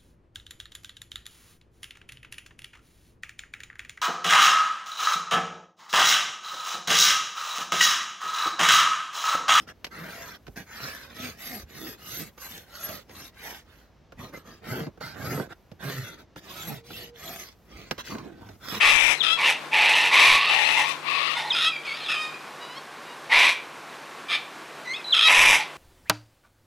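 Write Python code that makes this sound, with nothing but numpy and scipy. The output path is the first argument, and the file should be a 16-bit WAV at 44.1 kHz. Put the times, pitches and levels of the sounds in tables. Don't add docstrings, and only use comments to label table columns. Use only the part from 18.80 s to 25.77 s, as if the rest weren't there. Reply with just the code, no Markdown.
import sys
import numpy as np
from scipy import signal
from scipy.fft import rfft, irfft, next_fast_len
from scipy.io import wavfile
from scipy.ndimage import uniform_filter1d

SR = 44100
rng = np.random.default_rng(int(sys.argv[2]) if len(sys.argv) > 2 else 0)


def transcribe(signal):
    frames = np.atleast_2d(signal).T
    limited = np.clip(frames, -1, 1)
    pcm = np.round(limited * 32767).astype(np.int16)
    wavfile.write(sys.argv[1], SR, pcm)


N = 307377
TIME = np.arange(N) / SR

# frequency in Hz, level in dB.
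BODY_COLOUR = [(70, -60.5), (210, -26), (450, -16), (750, -9), (1200, -9), (1560, -14), (1880, 0),
               (2780, -1), (3200, -10), (3800, -32), (6000, -80.5)]
SHRILL_COLOUR = [(1500, -31.5), (2700, -1), (3150, -10), (3480, 0), (3750, -1), (4050, -1), (4550, -5),
                 (5200, -14.5), (7000, -65.5)]
AIR_COLOUR = [(15, -60), (25, -33), (76, -28.5), (141, -15), (180, -13), (335, -6.5), (384, -7), (936, -6),
              (1020, -4.5), (1130, -2.5), (1230, -8), (1440, -6), (9570, -28), (14800, -36.5),
              (16000, -104)]


def amp(db):
    return 10 ** (np.asarray(db) / 20)


def unit(x):
    return x / np.sqrt(np.mean(x ** 2) + 1e-20)


def steady(x, size=1300):
    return x / np.sqrt(abs(uniform_filter1d(x ** 2, size)) + 1e-12)


def look_up(points, hz):
    f, value = np.transpose(points)
    return np.interp(np.log(hz + 1), np.log(f + 1), value)


def add(mix, start_s, sound):
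    count = sound.shape[-1]
    softened = sound * signal.windows.tukey(count, min(1, 160 / count))
    part = mix[..., max(0, round(start_s * SR)):][..., :count]
    part += softened[..., :part.shape[-1]]


def wander(count, hz):
    size = next_fast_len(count + SR // 4)
    f = np.fft.rfftfreq(size, 1 / SR)
    spectrum = rfft(rng.standard_normal(size)) / (1 + (f / hz) ** 4)
    return unit(irfft(spectrum, size))[:count]


def colour(x, points, size=2048):
    log_gain = np.log(amp(look_up(points, abs(np.fft.fftfreq(size, 1 / SR)))))
    taps = np.fft.ifft(np.exp(np.conj(signal.hilbert(log_gain)))).real
    return signal.oaconvolve(x, taps[:size // 2])[:len(x)]


def resonate(x, hz, width_hz):
    turn = np.exp(2j * np.pi * np.cumsum(hz * np.ones(len(x))) / SR)
    decay = np.exp(-np.pi * width_hz / SR)
    return 2 * (turn * signal.lfilter([1 - decay], [1, -decay], x / turn)).real


def envelope(length, attack_s, rise_db, release_db_per_s, change_db=0, arch_db=0):
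    t = np.arange(0, length + 35 / release_db_per_s, 1 / SR)
    progress = np.minimum(t / length, 1)
    attack = -rise_db * np.maximum(1 - t / attack_s, 0)
    hold = change_db * (progress - .5) + arch_db * (np.sin(np.pi * progress) - 2 / np.pi)
    return t, progress, attack + hold - release_db_per_s * np.maximum(t - length, 0)


def slaps(count, rate_hz, jitter, spread_db):
    turns = np.cumsum(rate_hz * np.exp(jitter * wander(count, rate_hz))) / SR
    return np.diff(np.floor(turns), prepend=-1) * amp(spread_db * wander(count, rate_hz))


def puffs(clicks, decay_s):
    return unit(signal.lfilter([1], [1, -np.exp(-1 / (decay_s * SR))], clicks))


def rasp(length, attack_s, effort_db, change_db, low_hz, main_hz, glide, tone_db, shrill_db, treble_db):
    # frequency in Hz, level in dB.
    treble_colour = [(3000, -7), (4400, 1), (5100, -3.5), (6100, 1.5), (7000, -9), (7800, -1), (8700, -15),
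                     (9500, -3), (10400, -10.5), (11400, -7), (12400, -22), (13500, -23), (16000, -35)]
    t, progress, db = envelope(length, attack_s, rise_db=20, release_db_per_s=380,
                               change_db=change_db, arch_db=1.5)
    clicks = slaps(len(t), rate_hz=235, jitter=.45, spread_db=-.5)
    air = unit((puffs(clicks, decay_s=.0023) + 1) * rng.standard_normal(len(t)))
    drive = unit(clicks) + amp(-1) * air
    slide = 1 + glide * (progress - .5)
    tuning = slide + .045 * wander(len(t), 33)
    body = colour(drive, BODY_COLOUR)
    body = (body + amp(8) * resonate(body, main_hz * tuning, 200)
            + amp(-4) * resonate(body, .7 * main_hz * tuning, 200))
    beak_shut = np.exp(-t / .04)
    tone = resonate(resonate(drive, low_hz * tuning, 140), low_hz * slide, 280)
    tone = amp(tone_db - 3.5 + 5 * beak_shut) * steady(tone)
    hiss = unit(clicks) + amp(4) * air
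    shrill = amp(shrill_db - 1) * steady(colour(hiss, SHRILL_COLOUR))
    build_db = 2.5 * (progress - .5) + 1.8 * wander(len(t), 40)
    treble = amp(treble_db - 1 + build_db) * steady(colour(hiss, treble_colour))
    slack = amp(-.15 * db)
    voice = steady(body, size=800) + slack * (tone + amp(-8 * beak_shut) * (shrill + treble))
    return amp(effort_db - 1 + db) * bounce(voice)


def bounce(x):
    # delay in seconds, gain.
    echoes = [(.0034, 0.11), (.0071, 0.18), (0.0122, -0.18)]
    return x + sum(gain * np.pad(x, (round(delay * SR), 0))[:len(x)] for delay, gain in echoes)


def squeal(length, attack_s, rattle_s, peak_db, change_db, settled_hz, piercing_db, release_db_per_s):
    # frequency in Hz, width in Hz, level in dB.
    throat = [(1393, 230, -5), (1680, 130, -6.5), (2660, 320, -1), (3223, 280, 3), (3500, 250, -8),
              (4810, 310, -11), (6020, 370, -22), (7850, 470, -23.5), (9370, 530, -24.5)]
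    # frequency in Hz, level in dB.
    ripples = [(4000, 0), (4500, -4), (5200, 1), (5900, -4), (6500, 0), (7200, -5), (7900, 0), (8700, -6),
               (9800, -2), (11500, -1), (13000, -6), (16000, -15)]
    t, _, db = envelope(length, attack_s, rise_db=12, release_db_per_s=release_db_per_s,
                        change_db=change_db, arch_db=-1.5)
    settled = .5 + .5 * np.tanh((t - rattle_s) / .018)
    rough = .85 - .75 * settled
    sag = .65 * np.maximum(rattle_s - t, 0)
    lift = np.clip(.4 * (t - rattle_s), 0, .015)
    quaver = .009 * wander(len(t), 55.6)
    scatter = .086 * rough * wander(len(t), 397)
    turns = np.cumsum(settled_hz * (1 + sag + lift + quaver + scatter)) / SR
    note = unit(sum(np.cos(2 * np.pi * k * turns) for k in range(1, 23)))
    rattle = puffs(slaps(len(t), rate_hz=240, jitter=.43, spread_db=2.5), decay_s=.0025)
    breath = amp(-5) * rough * rng.standard_normal(len(t))
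    drive = (note + breath) * (1 - rough + rough * rattle)
    beak = 1 + .035 * wander(len(t), 12)
    voice = np.zeros(len(t))
    for hz, width, gain_db in throat:
        ring = resonate(resonate(drive, hz * beak, 2 * width), hz * beak, 2 * width)
        voice += amp(gain_db + piercing_db * (3000 < hz < 4500)) * ring
    return amp(peak_db + db) * steady(colour(voice, ripples))


def thumps():
    # start in seconds, end in seconds, left level in dB, right level in dB relative to it.
    bursts = [(0, 0.36, -42, -28), (1.48, 1.575, -39.5, -8), (4.545, 4.622, -45, -11),
              (6.55, 6.78, -39.5, -10)]
    bass_colour = [(8, 7), (25, 0), (50, .5), (100, -11), (250, -15.5), (600, -47)]  # Hz, dB
    out = np.zeros((2, N))
    for start, end, db, right_db in bursts:
        count = len(np.arange(start, end, 1 / SR))
        bumps = colour(wander(count, 400), bass_colour, size=8192)
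        bumps = unit(bumps * signal.windows.tukey(count, .25))
        add(out, start, amp([[db], [db + right_db]]) * bumps)
    return out


def hum(hz=150, trim_db=-1):
    # time in seconds, level in dB before the trim.
    levels = [(0, -58), (2.75, -55.5), (3.2, -60.5), (4.4, -65), (6.97, -62)]
    db = np.interp(TIME, *np.transpose(levels)) + trim_db
    return np.sqrt(2) * amp(db) * np.sin(2 * np.pi * hz * TIME)


def hush(air_db=-41.82, flock_db=-53, drips_db=-63, drips_per_s=120):
    air_gain = amp(air_db + .5 * wander(N, 12))
    air = unit(colour(rng.standard_normal(N), AIR_COLOUR, size=8192))
    far_birds = np.zeros(N)
    for hz in (880, 1120, 2400):
        band = resonate(rng.standard_normal(N), hz * (1 + .2 * wander(N, 16)), 240)
        far_birds += resonate(band, hz, 500) * amp(1.6 * wander(N, 12))
    landings = rng.random(N) < drips_per_s / SR
    drops = landings * amp(3 * np.minimum(rng.exponential(1, N), 3))
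    drips = colour(drops, [(300, -21), (1500, -29), (4000, 50), (10000, -51), (16000, -32)])
    return air_gain * air + amp(flock_db) * unit(far_birds) + amp(drips_db) * unit(drips)


def left_hush(rasping_db=-5):
    # time in seconds, level of the air in dB.
    levels = [(0, -46.5), (.85, -39.5), (1.1, -60), (2.2, -41.5), (2.7, -48.5), (3.5, -44), (3.75, -59),
              (4.2, -112)]
    air = unit(colour(rng.standard_normal(N), AIR_COLOUR, size=8192))
    body = colour(rng.standard_normal(N) * amp(3.8 * wander(N, 120)), BODY_COLOUR)
    shrill = colour(rng.standard_normal(N), SHRILL_COLOUR)
    return amp(np.interp(TIME, *np.transpose(levels))) * (air + amp(rasping_db) * unit(body + shrill))


def whistle(hz, db, overtone_db, firm_db=-20):
    shaky = 1 / (1 + amp(db - firm_db) ** 2)
    phase = 2 * np.pi * np.cumsum(hz * (1 + .017 * shaky * wander(len(hz), 215))) / SR
    tone = sum(amp(k * overtone_db) * np.sin((k + 1) * phase) for k in range(4))
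    flutter_db = 3 * shaky * wander(len(hz), 86)
    return np.sqrt(2) * amp(db + flutter_db) * tone


def swoop(hold_s, drop_s, held_hz, held_db, drop_db, sag_hz_per_s=1400, break_hz=3060, surge_s=.008):
    t = np.arange(0, hold_s + drop_s, 1 / SR)
    to_go, since = np.maximum(hold_s - t, 0), np.maximum(t - hold_s, 0)
    hz = held_hz + sag_hz_per_s * to_go + (break_hz - held_hz) * (since / drop_s) ** .7
    db = held_db - 6 * to_go / hold_s + (drop_db - held_db) * np.minimum(since / surge_s, 1)
    return whistle(hz, db, overtone_db=-33)


def peep(length, peak_db, change_db, start_hz, middle_hz, end_hz, overtone_db):
    _, progress, db = envelope(length, attack_s=.006, rise_db=10, release_db_per_s=2000,
                               change_db=change_db, arch_db=3)
    arc = np.polyfit([0, .5, 1], [start_hz, middle_hz, end_hz], 2)
    return whistle(np.polyval(arc, progress), peak_db + db, overtone_db)


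def whine(length, peak_db, base_hz, upturn):
    harmonics = [1.5, -5, 0, -1.5, -7, -22]
    t, progress, db = envelope(length, attack_s=.025, rise_db=12, release_db_per_s=1500)
    lift = upturn * progress ** 5
    phase = 2 * np.pi * np.cumsum(base_hz * (1 + lift + .0051 * wander(len(t), 90))) / SR
    reed = unit(sum(amp(level) * np.sin(k * phase) for k, level in enumerate(harmonics, 1)))
    flutter_db = 2.5 * wander(len(t), 27)
    return amp(peak_db + db + 50 * lift + flutter_db) * reed


def yard(x, echo_db=-15):
    # frequency in Hz, seconds the echoes take to fade by 60 dB.
    fade_times = [(200, 0.21), (1000, 0.32), (3000, 0.4), (8000, 0.2), (15000, 0.05)]
    count = SR * 3 // 4
    echoes = rng.standard_normal(count) * (rng.random(count) < 2000 / SR)
    echoes *= np.arange(count) > .006 * SR
    hz, t, bands = signal.stft(echoes, SR, nperseg=256)
    fade = amp(-60 * t / look_up(fade_times, hz)[:, None])
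    tail = signal.istft(bands * fade, SR, nperseg=256)[1]
    return x + amp(echo_db) * signal.fftconvolve(x, tail / np.linalg.norm(tail))[:N]


def flock(layer, lowest_hz=150):
    # layer; start, length and rise time in seconds; effort and its change in dB; low and main
    # resonance in Hz; their glide as a fraction; settings in dB for throaty tone, shrill band and treble.
    rasps = [ ("left", 0, .325, .005, -14.5, -1, 970, 2370, -.1, -21, -8.5, -11.5),
             ("ahead", 0, .105, .012, -20, 0, 1180, 2560, 0, -8, -4, -10.5),
             ("ahead", .565, .065, .022, -25, 1, 1040, 2430, -.02, -5, -4, -15),
             ("ahead", .615, .09, .028, -17, -2, 960, 2650, -.15, -13, -7, -13),
             ("left", .615, .095, .03, -27, -1, 900, 2650, -.03, -10, -2, -14),
             ("ahead", .913, .365, .023, -18.3, -1.5, 890, 2580, .09, -11, -7, -16),
             ("ahead", 1.293, .262, .037, -15.5, -.5, 1060, 2310, .02, -8, -4, -13.5),
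             ("left", 1.32, .06, .035, -24, 2, 1020, 2330, .03, -3, -9, -21),
             ("left", 1.365, .1, .04, -17, -3, 980, 2750, -.08, -11, -7, -12),
             ("ahead", 1.55, .195, .02, -22, -2, 1120, 2560, .05, -7, -4, -20),
             ("left", 1.672, .345, .032, -17.5, -2, 860, 2560, .06, -11, -7.5, -15.5),
             ("ahead", 1.755, .06, .02, -28, -4, 900, 1900, -.04, -4, -5, -10),
             ("ahead", 1.86, .07, .03, -28, -2, 1150, 2400, -.05, -9, -1, -13),
             ("ahead", 1.95, .075, .027, -23, -1, 930, 2000, .02, -3, -5, -11),
             ("left", 2.025, .09, .02, -25, 2, 1030, 2300, .05, -2, -1, -10),
             ("left", 2.22, .315, .06, -22.5, 1, 1110, 2560, .1, -3.5, -4, -20),
             ("ahead", 2.27, .15, .06, -38, 0, 1100, 2450, 0, 4, -4, -13),
             ("ahead", 2.54, .075, .03, -30.5, 1, 900, 2030, -.03, -3, -1, -11),
             ("ahead", 2.62, .1, .02, -38, -.5, 900, 1900, .03, 3, -2, -11),
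             ("ahead", 4.495, .203, .03, -15.5, -2.5, 990, 2270, .08, -12, -6, -15),
             ("ahead", 5.495, .06, .02, -28, -1.5, 1230, 2300, .02, -11, -3, -27),
             ("ahead", 6.45, .305, .035, -15, -.5, 990, 2300, -.06, -12.5, -8, -9.5),
             ("ahead", 6.78, .033, .02, -28, -1, 850, 1950, -.02, -4, -1, -12), ]
    # layer; start, length, rise time and rattle time in seconds; level and its change in dB;
    # settled pitch in Hz; boost of the piercing band in dB; fade in dB per second.
    squeals = [ ("ahead", 0, .105, .012, .16, -25, 1, 590, -4, 450),
               ("left", .423, .112, .012, .078, -17.5, 3, 652, -1, 420),
               ("ahead", 2.54, .055, .012, .012, -33, 1, 715, -2, 500),
               ("ahead", 2.742, .143, .007, .108, -22.5, 5.5, 641, 0, 950),
               ("ahead", 3.03, .24, .04, .27, -37.5, -1, 590, -4, 200),
               ("ahead", 3.28, .16, .025, .085, -28.5, -8, 614, -7, 230),
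               ("ahead", 5.484, .07, .03, .058, -25.5, 0, 587, -2, 600),
               ("ahead", 6.336, .141, .007, .096, -17.8, 5.5, 636, 2, 700), ]
    # layer; start, hold and drop time in seconds;
    # held pitch in Hz; held level and level in the drop in dB.
    swoops = [ ("left", .35, .05, .023, 4090, -34, -15), ("ahead", 2.65, .051, .024, 4080, -42, -20),
              ("ahead", 3.205, .035, .055, 4200, -40, -39), ("ahead", 6.243, .077, .019, 3930, -31.5, -14),
              ]
    # layer; start and length in seconds; level and its change in dB; first, middle and last
    # pitch in Hz; step from each harmonic to the next in dB.
    peeps = [ ("ahead", 1.82, .055, -34, 1, 3690, 4130, 4300, -25),
             ("ahead", 2.723, .026, -30, -1, 2610, 2540, 2450, -20),
             ("ahead", 2.722, .026, -31, -3, 5230, 5060, 4900, -30),
             ("ahead", 2.885, .14, -37, -14, 2620, 2370, 2330, -15),
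             ("ahead", 3.05, .105, -35.5, -1, 2560, 2190, 2420, -15),
             ("ahead", 3.055, .115, -44.5, 1, 4080, 4480, 4700, -30),
             ("ahead", 3.28, .09, -32, -5, 2760, 2530, 2490, -17),
             ("ahead", 3.36, .34, -46, -22, 2480, 2455, 2450, -12),
             ("ahead", 5.479, .1, -35, -5, 2440, 2320, 2350, -21),
             ("ahead", 6.05, .09, -35.5, 9, 1975, 2020, 2190, -9),
             ("ahead", 6.133, .04, -36, -15, 3030, 3500, 3800, -27),
             ("ahead", 6.138, .07, -41, -10, 2250, 2610, 2460, -14), ]
    # layer, start and length in seconds, level in dB, pitch in Hz, upturn as a fraction.
    whines = [("ahead", 3.79, .192, -45, 972, .135), ("ahead", 4.25, .09, -50, 950, .01)]
    birds = np.zeros(N)
    for voice, calls in (rasp, rasps), (squeal, squeals), (swoop, swoops), (peep, peeps), (whine, whines):
        for call_layer, start, *call in calls:
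            if call_layer == layer:
                add(birds, start, voice(*call))
    bass_cut = signal.butter(2, lowest_hz, "high", fs=SR, output="sos")
    return yard(signal.sosfilt(bass_cut, birds))


def scene():
    centre = flock("ahead") + hum() + hush()
    second_layer = flock("left") + left_hush()
    return np.array([centre + second_layer, centre]) + thumps()


def record(dry, ceiling=.93, highest_hz=15750):
    rounded = dry / (1 + (dry / ceiling) ** 4) ** (1 / 4)
    treble_cut = signal.firwin(511, highest_hz, window=("kaiser", 9), fs=SR)
    return signal.oaconvolve(rounded, treble_cut[None], "same")


dry = scene()
out = record(dry)
transcribe(out)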